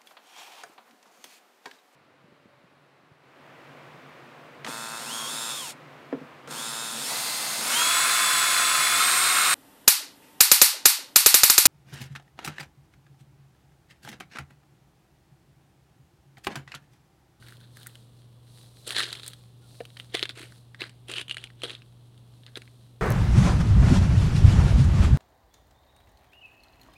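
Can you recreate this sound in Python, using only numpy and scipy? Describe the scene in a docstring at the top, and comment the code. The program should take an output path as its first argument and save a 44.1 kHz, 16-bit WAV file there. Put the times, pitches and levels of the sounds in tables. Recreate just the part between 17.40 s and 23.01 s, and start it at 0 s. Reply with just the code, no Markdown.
"""Slow, uneven steps on a thin crust of snow over wooden deck boards, outdoors, close to the microphone.
Clothing swishes and light crackles come first; from 1.5 s heavier soles pack the snow in a fizz of tiny
fractures, with sharper cracks among them and the boards knocking below. A faint squeak falls in pitch at
2.2 s; uneven steps crowd together until 4.4 s, and a softer one lands near 5.2 s.
A low hum of steady sines and still outdoor air with far rumble, both shaped noise, lie under everything."""
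import sys
import numpy as np
from scipy import signal
from scipy.fft import rfft, irfft
from scipy.io import wavfile

SR = 44100
rng = np.random.default_rng(int(sys.argv[2]) if len(sys.argv) > 2 else 0)


def put_to_file(sound):
    """Save the sound as 16-bit audio at rate SR, in the file named by the first command-line argument."""
    columns = np.atleast_2d(sound).T  # one column per channel
    safe = np.clip(columns, -1, 1)
    whole_steps = np.round(safe * 32767)
    wavfile.write(sys.argv[1], SR, whole_steps.astype(np.int16))


N = 247401

# Colour of breaking snow. Each row: frequency in Hz, relative level per Hz in dB.
SNOW_SPECTRUM = [(100, -36), (220, -14.5), (340, 0.5), (550, -5), (900, -10.5), (1300, -1.5), (1800, -1),
                 (2400, -7), (3200, -0.5), (4100, 1.5), (5500, -13.5), (7200, -17), (9000, -13),
                 (12000, -22), (16000, -28)]


def gain_of(db):
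    """Decibels to amplitude."""
    return 10 ** (np.asarray(db) / 20)


def evened(x):
    """Scales to rms 1."""
    return x / np.sqrt(np.mean(x ** 2) + 1e-20)


def read(points, hz):
    """Reads a spectrum on a log-frequency axis."""
    f, value = np.transpose(points)
    return np.interp(np.log(hz + 1), np.log(f + 1), value)


def follow(rows, t):
    """Every column of a curve table at the times t."""
    s, *columns = np.transpose(rows)
    return [np.interp(t, s, c) for c in columns]


def add(mix, s, sound):
    """Mixes a sound in at s seconds."""
    part = mix[max(round(s * SR), 0):][:len(sound)]
    part += sound[:len(part)]


def coloured(x, points):
    """Gives x a spectrum, at rms 1."""
    gain = gain_of(read(points, np.fft.rfftfreq(N, 1 / SR)))
    return evened(irfft(rfft(x) * gain, N))


def drift(rate_hz):
    """Random wander of rms 1: noise under a Gaussian low-pass."""
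    lowpass = np.exp(-(np.fft.rfftfreq(N, 1 / SR) / rate_hz) ** 2)
    return evened(irfft(rfft(rng.standard_normal(N)) * lowpass, N))


def grains(per_s, spread_db):
    """Random clicks of either sign: many small, a few large."""
    size = gain_of(spread_db * np.minimum(rng.exponential(1, N), 3.5))
    sign = rng.choice([-1., 1.], N)
    fires = rng.random(N) < per_s / SR
    return evened(size * sign * fires)


def causal(gain):
    """Minimum phase: the spectrum with this gain that starts at once and rings afterwards."""
    log_gain = np.log(np.maximum(np.r_[gain, gain[-2:0:-1]], 1e-5))
    return np.exp(np.conj(signal.hilbert(log_gain)))[:len(gain)]


def wavelet(t, hz, cycles, phase):
    """A fracture's ping: swells and dies within a few cycles; unit energy."""
    u = t * hz / cycles
    ping = u ** 2 * np.exp(-3 * u) * np.cos(2 * np.pi * (hz * t + phase))
    return ping / np.linalg.norm(ping)


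def crunch(level_db=-2, clump_db=2.0, ring_db=5, octaves=0.35, fizz_db=0, boards_db=-1.0):
    """Thousands of tiny fractures, coming in clumps as the snow gives way under the weight."""
    clumps = gain_of(clump_db * drift(rate_hz=83))
    breaking = evened(fractures(per_s=330, spread_db=3.5, cycles=2.08, count=22) * clumps)
    # recolour frame by frame as the pressing sole changes
    hz, t, frames = signal.stft(breaking, SR, nperseg=256, noverlap=192)
    _, pitch_hz, treble_db, body_db = np.array(pressing(t))[:, :, None]
    colour = snow_colour(hz, t[:, None], pitch_hz, treble_db + fizz_db, body_db + boards_db,
                         ring_db, octaves)
    sound = signal.istft(frames * colour.T, SR, nperseg=256, noverlap=192)[1][:N]
    return sound * gain_of(level_db + pressing(np.arange(N) / SR)[0])


def fractures(per_s, spread_db, cycles, count):
    """Pings of many pitches, each pitch firing at its own random moments; roughly flat in spectrum."""
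    t = np.arange(1024) / SR
    out = np.zeros(N)
    for hz in np.geomspace(260, 16000, count):
        # small, high crystals break more often
        moments = grains(per_s * np.sqrt(hz / 3000), spread_db)
        ping = wavelet(t, hz, cycles, rng.random())
        out += np.sqrt(hz) * signal.oaconvolve(moments, ping)[:N]
    return evened(out)


def pressing(t, attack_s=.008, attack_per_hold=.25, touch_db=-21, touch_s=.07):
    """Level, grain pitch, treble and body at times t: presses rise, hold and let go; their powers add, and each
    colour is a power-weighted mean over the presses."""
    # A heel or sole presses into the snow. Each row: start of full weight in seconds, hold in seconds,
    # release to fall 20 dB in seconds, level in dB before layer trims, pitch of the grains in Hz,
    # treble lift in dB and lift of the boards' low body in dB, both before layer trims.
    presses = [(0.03, .09, .1, -58, 2200, 7, 5), (0.205, .035, .06, -60, 3600, 5, 3),
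               (0.372, .09, .2, -57.5, 3600, 9, 9), (1.479, .075, 0.09, -40.5, 3680, 11, 7),
               (1.566, 0.056, 0.05, -27, 3680, 5, -5.5), (1.655, .01, .05, -45, 3700, 7, 7),
               (1.681, 0.0074, 0.2037, -40.5, 3500, 7, 4), (1.835, .045, .07, -48.5, 3950, 10, 3),
               (2.59, .006, .06, -56, 3470, 8, 6), (2.747, .005, .018, -30, 3280, 2.5, 8),
               (2.77, .008, .05, -41, 3100, 3, 3), (2.803, .012, .06, -43.5, 3170, 7, 6),
               (2.898, .004, .02, -41, 3630, 4, 8), (2.968, 0.063, 0.08, -46.5, 2500, 8, 4),
               (3.403, .035, .07, -44.5, 1980, -2, 2), (3.694, .03, .08, -41.5, 2400, 6, 10),
               (3.76, .055, .018, -36.5, 2900, 5.5, 4), (3.903, .012, .03, -43.5, 2940, 3, 2),
               (3.98, .075, .05, -54, 3130, 6, 8.5), (4.237, .004, 0.0384, -33, 3070, 3, 7),
               (4.282, .028, .09, -45, 3040, 2, 5), (5.168, .006, .018, -42, 1800, 3, 7),
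               (5.07, .012, .03, -57, 1900, -4, 0)]
    s, hold_s, release_s, db, *colours = np.transpose(presses)
    before = np.maximum(s - t[:, None], 0)
    after = np.maximum(t[:, None] - s - hold_s, 0)
    rise_s = attack_s + attack_per_hold * hold_s  # 20 dB of rise; a longer press comes on more slowly
    weight = gain_of(-20 * (before / rise_s + after / release_s))
    # light contact around each press fades 20 dB in touch_s
    touch = gain_of(touch_db - 20 * (before + after) / touch_s)
    power = (gain_of(db) * np.maximum(weight, touch)) ** 2 + 1e-14
    total = power.sum(1)
    return [10 * np.log10(total)] + [power @ colour / total for colour in colours]


def snow_colour(hz, s, pitch_hz, treble_db, body_db, ring_db, octaves, hollow_octaves=0.2):
    """Gain of breaking snow: two resonances, fizz on top, boards below; unit power in the crunch band."""
    # Each place the foot meets has its own colour. 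Each row: time in seconds, hollow resonance in Hz,
    # its lift in dB, lift of the sheen above about 12 kHz in dB.
    footing = [(.45, 1510, 8, 4), (1.49, 1750, -1, -6), (1.6, 1760, 9, -9.5), (1.9, 1700, -3.5, 0),
               (2.5, 2600, 2.5, 3), (2.8, 2020, 10, -8), (3.0, 2130, 4, -5), (3.42, 2023, 1, -2),
               (3.78, 2900, 11, -11), (4.0, 2870, 11, -17), (4.28, 3210, 1.5, -13), (5.17, 1478, 5, -3)]
    hollow_hz, hollow_db, sheen_db = follow(footing, s)
    hollow = hollow_db * np.exp(-(np.log2((hz + 1) / hollow_hz) / hollow_octaves) ** 2)
    ring = ring_db * np.exp(-(np.log2((hz + 1) / pitch_hz) / octaves) ** 2)
    treble = treble_db / (1 + (5900 / (hz + 1)) ** 10)
    sheen = sheen_db / (1 + (11800 / (hz + 1)) ** 20)
    body = body_db / (1 + (hz / 950) ** 6)
    gain = gain_of(read(SNOW_SPECTRUM, hz) + hollow + ring + treble + sheen + body)
    band = (hz > 1000) & (hz < 5000)
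    return gain / np.sqrt(np.mean(gain ** 2 * band, axis=-1, keepdims=True))


def cracks(rows, level_db=-1, cycles=1.63, crumble=0.9, crumble_s=0.0015, rise_s=0.00038, echo_db=-11,
           echo_s=0.0041, ring_db=5, octaves=0.26, body_db=-3, fizz_db=1, weakest_db=-58):
    """Each crack is a short ping in a puff of crumbs; the boards scatter it back milliseconds later."""
    size = 2048
    out, t, hz = np.zeros(N), np.arange(size) / SR, np.fft.rfftfreq(size, 1 / SR)
    span = np.sqrt(.004 * SR)  # row levels refer to 4 ms
    band = (hz > 1000) & (hz < 5000)
    puff = np.exp(-t / crumble_s) * (1 - np.exp(-(t / rise_s) ** 2))
    noises = rng.standard_normal((len(rows), 2, size))
    for (s, db, pitch_hz, treble_db), (noise, scatter) in zip(rows, noises):
        if db < weakest_db:  # lighter contact does not break the crust
            continue
        colour = causal(snow_colour(hz, s, pitch_hz, treble_db + fizz_db, body_db, ring_db, octaves))
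        crumbs = rfft(noise * puff) * colour / np.linalg.norm(noise * puff)
        ping = rfft(wavelet(t, pitch_hz, cycles, noise[0]))  # random phase
        crack = ping + crumble * crumbs
        crack = crack / np.sqrt(np.mean(abs(crack) ** 2 * band))
        echo = scatter * np.exp(-((t - echo_s) / 0.0039) ** 2)
        boards = 1 + gain_of(echo_db) * rfft(echo / np.linalg.norm(echo))
        add(out, s, gain_of(db + level_db) * span * irfft(crack * boards))
    return out


def small_cracks(per_s=90, over_db=-1.5, spread_db=2.2, scatter_octaves=.2, fizz_db=-1):
    """Rows of lesser cracks at jittered moments; they take the strength and colour of the pressing sole."""
    slots = np.arange(0, N / SR, 1 / per_s)
    late, size, tune = rng.standard_normal((len(slots), 3)).T
    s = np.clip(slots + .5 * late / per_s, 0, N / SR)
    db, pitch_hz, treble_db, _ = pressing(s)
    level_db = db + over_db + spread_db * np.minimum(size, 2)
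    return np.c_[s, level_db, pitch_hz * 2 ** (scatter_octaves * tune), treble_db + fizz_db]


def knocks(level_db=-1, cycles=1.45, ring_db=-9, octaves=0.37):
    """A blunt push of a few cycles; the damped board modes near its pitch ring on briefly."""
    # A heel or sole meets the boards. Each row: start in seconds, level in dB before the layer trim,
    # pitch in Hz.
    board_hits = [(1.473, -36.5, 445.6), (2.4047, -27, 530), (2.409, -29.5, 570), (2.7442, -25, 368),
                  (2.747, -27.5, 690), (2.827, -31.5, 390), (2.971, -45.5, 350), (3.004, -41, 345),
                  (3.03, -41.5, 343), (3.416, -35.5, 352), (3.6923, -35.5, 400), (3.781, -43, 363.2),
                  (4.2343, -30, 521), (4.24, -31.5, 477), (5.171, -34.5, 377)]
    # Modes of a deck board. Each row: frequency in Hz, relative level in dB, 60 dB decay in seconds.
    board_modes = [(323, -8.5, 0.083), (383, -6.5, 0.034), (423, -15, 0.052), (490, 3, 0.06),
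                   (530, -10, 0.038), (725, 17, 0.019), (1180, -8, .015)]
    out, t = np.zeros(N), np.arange(SR // 10) / SR
    for s, db, pitch_hz in board_hits:
        push = wavelet(t, pitch_hz, cycles, 0)
        modes = np.zeros(len(t))
        for hz, mode_db, t60 in board_modes:
            nearness = 1 / (1 + (np.log2(hz / pitch_hz) / octaves) ** 2)
            modes += gain_of(mode_db - 60 * t / t60) * np.sin(2 * np.pi * hz * t) * nearness
        ring = signal.fftconvolve(push, modes)[:len(t)]
        knock = push / abs(push).max() + gain_of(ring_db) * ring / abs(ring).max()
        add(out, s, gain_of(db + level_db) * knock)
    return out


def stray_ticks(level_db=-9, per_s=35):
    """Loose crystals snap now and then as the walker shifts weight."""
    return coloured(grains(per_s, spread_db=3.5), SNOW_SPECTRUM) * swishing() * gain_of(level_db)


def deck(x, tail_db=-19, tail_t60=0.21, delay_s=0.0041):
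    """Railing and wall throw back a faint, short tail of decaying noise."""
    t = np.arange(SR // 3) / SR
    tail = rng.standard_normal(len(t)) * gain_of(-60 * t / tail_t60) * (t > delay_s)
    return x + gain_of(tail_db) * signal.fftconvolve(x, tail / np.linalg.norm(tail))[:N]


def clothing(level_db=-1, flutter_db=1.0):
    """Fabric sliding on fabric: a fine, dense hiss that follows the walker's movement."""
    # Colour of the fabric. Each row: frequency in Hz, relative level per Hz in dB.
    cloth_spectrum = [(800, -1.5), (1500, -17.5), (2200, -13.5), (3100, -7.5), (3950, 3.5), (5200, -6),
                      (7000, -9.5), (9000, -3.5), (11500, -10), (16000, -19.5)]
    hiss = coloured(grains(per_s=14000, spread_db=3.5), cloth_spectrum)
    return hiss * swishing() * gain_of(level_db + flutter_db * drift(rate_hz=120))


def swishing(base_db=-70.5):
    """Strength of the walker's movement: a smooth swell for each swing of a limb, never quite still."""
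    # A sleeve or trouser leg swings past. Each row: middle in seconds, half length in seconds,
    # level in dB before layer trims.
    swings = [(0.024, 0.19, -62.5), (0.396, 0.084, -61), (.57, 0.11, -63.5), (0.794, 0.08, -68.5),
              (1.201, 0.12, -57.5), (1.41, 0.08, -58), (1.972, 0.14, -64), (2.347, 0.12, -58.5),
              (2.59, 0.14, -61.5), (3.14, 0.093, -61), (5.0, 0.16, -70), (5.25, .09, -65.5),
              (5.42, .14, -69)]
    t = np.arange(N) / SR
    power = sum((gain_of(db) * np.exp(-((t - s) / half_s) ** 2)) ** 2 for s, half_s, db in swings)
    return np.sqrt(power + gain_of(base_db) ** 2)


def squeak(start_s=2.215, length_s=.06, from_hz=1480, to_hz=1340, level_db=-66):
    """One faint squeak: a sine falling in pitch under a half-sine swell."""
    u = np.clip((np.arange(N) / SR - start_s) / length_s, 0, 1)
    turns = np.cumsum(from_hz + (to_hz - from_hz) * u) / SR
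    return gain_of(level_db) * np.sin(np.pi * u) * np.sin(2 * np.pi * turns)


def hum(waver_db=0.5, wander=.08):
    """Steady low hum lines that waver slightly in phase (radians) and together in level."""
    # Lines of the hum. Each row: frequency in Hz, rms level in dB before the waver.
    hum_lines = [(120, -53), (144, -72), (180, -76), (240, -85.5)]
    t = np.arange(N) / SR
    lines = np.zeros(N)
    for hz, db in hum_lines:
        phase = 2 * np.pi * (hz * t + rng.random()) + wander * drift(rate_hz=3)
        lines += gain_of(db) * np.sin(phase)
    return np.sqrt(2) * lines * gain_of(waver_db * drift(rate_hz=3))


def outdoors(air_db=-62.5, rumble_db=-63):
    """Still air and a far, low rumble: two steady shaped noises."""
    # Colour of the still air. Each row: frequency in Hz, relative level per Hz in dB.
    air_spectrum = [(90, -36), (150, -4), (290, -9.5), (500, -15), (800, -20), (1100, -21.5), (1600, -29.5),
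                    (2300, -31.5), (3400, -23), (5000, -46), (6900, -44), (9000, -41.5), (12900, -43),
                    (16000, -50)]
    # Colour of the far rumble. Each row: frequency in Hz, relative level per Hz in dB.
    rumble_spectrum = [(15, -17), (30, -18.5), (50, -2.5), (80, -2.5), (130, -2), (200, -12.5), (400, -42)]
    air, rumble = rng.standard_normal((2, N))
    return (gain_of(air_db) * coloured(air, air_spectrum)
            + gain_of(rumble_db) * coloured(rumble, rumble_spectrum))


def scene():
    """Steps on the deck over the quiet background."""
    # The loudest cracks of the crust. Each row: start in seconds, level over 4 ms in dB and
    # before the layer trim, pitch of the crack in Hz, treble lift in dB before the layer trim.
    loud_cracks = [(0.0247, -48.5, 1620, -2), (0.0847, -49, 1850, 10), (0.1232, -48, 1590, 9),
                   (0.1693, -55, 3510, 12.5), (0.3702, -46, 1590, 13), (0.4314, -48.5, 4000, 14),
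                   (0.4632, -43.5, 1590, 7), (0.4693, -43, 1790, 23), (0.5544, -45.5, 3220, 6),
                   (1.4743, -39, 3560, 17), (1.478, -38, 3420, 19), (1.5066, -28, 3020, 12.5),
                   (1.5228, -37, 3820, 13), (1.5484, -33, 3330, 1), (1.5648, -22, 3650, -8),
                   (1.5848, -25, 2920, 9), (1.6041, -24.5, 1780, 8), (1.6334, -28.5, 3060, -11),
                   (1.7285, -29, 3900, 8.5), (1.752, -39, 3220, 1), (1.7975, -39.5, 3590, 4),
                   (1.833, -39.5, 3860, 5), (1.8632, -42, 4030, 17), (1.8792, -43.5, 4000, 26),
                   (1.9338, -42.5, 3650, 9), (2.4041, -43.5, 2230, -4), (2.4084, -44, 1580, -20),
                   (2.4527, -43.5, 2980, 5), (2.5029, -52, 3070, 1), (2.5686, -45, 1920, -9),
                   (2.5715, -41, 3220, 3), (2.5988, -34, 2840, 2), (2.7437, -30, 3360, 3),
                   (2.7463, -30, 2970, 4), (2.7492, -26, 2400, 6), (2.7515, -27, 3850, -5),
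                   (2.7705, -32.5, 3240, -1), (2.7938, -29, 3500, 1), (2.8279, -20, 3430, -3),
                   (2.8337, -28, 3680, 2), (2.8545, -30, 2850, -2), (2.8928, -31, 3900, 2.5),
                   (3.1223, -50.5, 1720, 4.5), (3.346, -41.5, 1830, -7), (3.4078, -33, 2030, -2.5),
                   (3.4183, -26.5, 2890, -12), (3.4389, -34.5, 1750, -14), (3.4947, -47, 2840, 6),
                   (3.6839, -42.5, 3273, 14), (3.7152, -35.5, 2740, 10), (3.7379, -29.5, 3180, 6),
                   (3.7827, -25.5, 2770, 4), (3.8137, -32.5, 2780, 9), (3.8818, -38, 2880, 9.5),
                   (3.896, -32, 2880, 7), (3.911, -24, 2930, 2.5), (3.9235, -39, 3300, 11),
                   (3.945, -36, 2850, 6), (3.969, -31, 2025, 1), (3.982, -37, 3104, 8),
                   (4.0398, -33, 2760, 10.5), (4.072, -47.5, 2480, -1), (4.1023, -50, 1920, -2),
                   (4.2189, -37.5, 2690, 3), (4.2347, -29.5, 3160, 8.5), (4.2409, -32, 3100, -6),
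                   (4.2966, -35, 3140, -2), (4.3045, -33, 3090, -5), (4.3507, -37.5, 3340, -3),
                   (4.4198, -50, 2470, -1), (4.7777, -57, 3470, 11), (5.035, -53, 3350, -4),
                   (5.0646, -44, 3600, -1.5), (5.1564, -33.5, 3540, -5), (5.1724, -35.5, 3300, 8),
                   (5.219, -44, 2400, 3), (5.2767, -51.5, 2170, -11)]
    steps = crunch() + cracks(loud_cracks) + cracks(small_cracks()) + knocks() + stray_ticks()
    background = clothing() + squeak() + hum() + outdoors()
    return (deck(steps) + background)[None]


def record(dry, edge_hz=16100):
    """Band limit: a steep linear-phase low-pass closes the top of the spectrum."""
    lowpass = signal.firwin(511, edge_hz, window=("kaiser", 9), fs=SR)
    return signal.oaconvolve(dry, lowpass[None], "same")


dry = scene()
out = record(dry)
put_to_file(out)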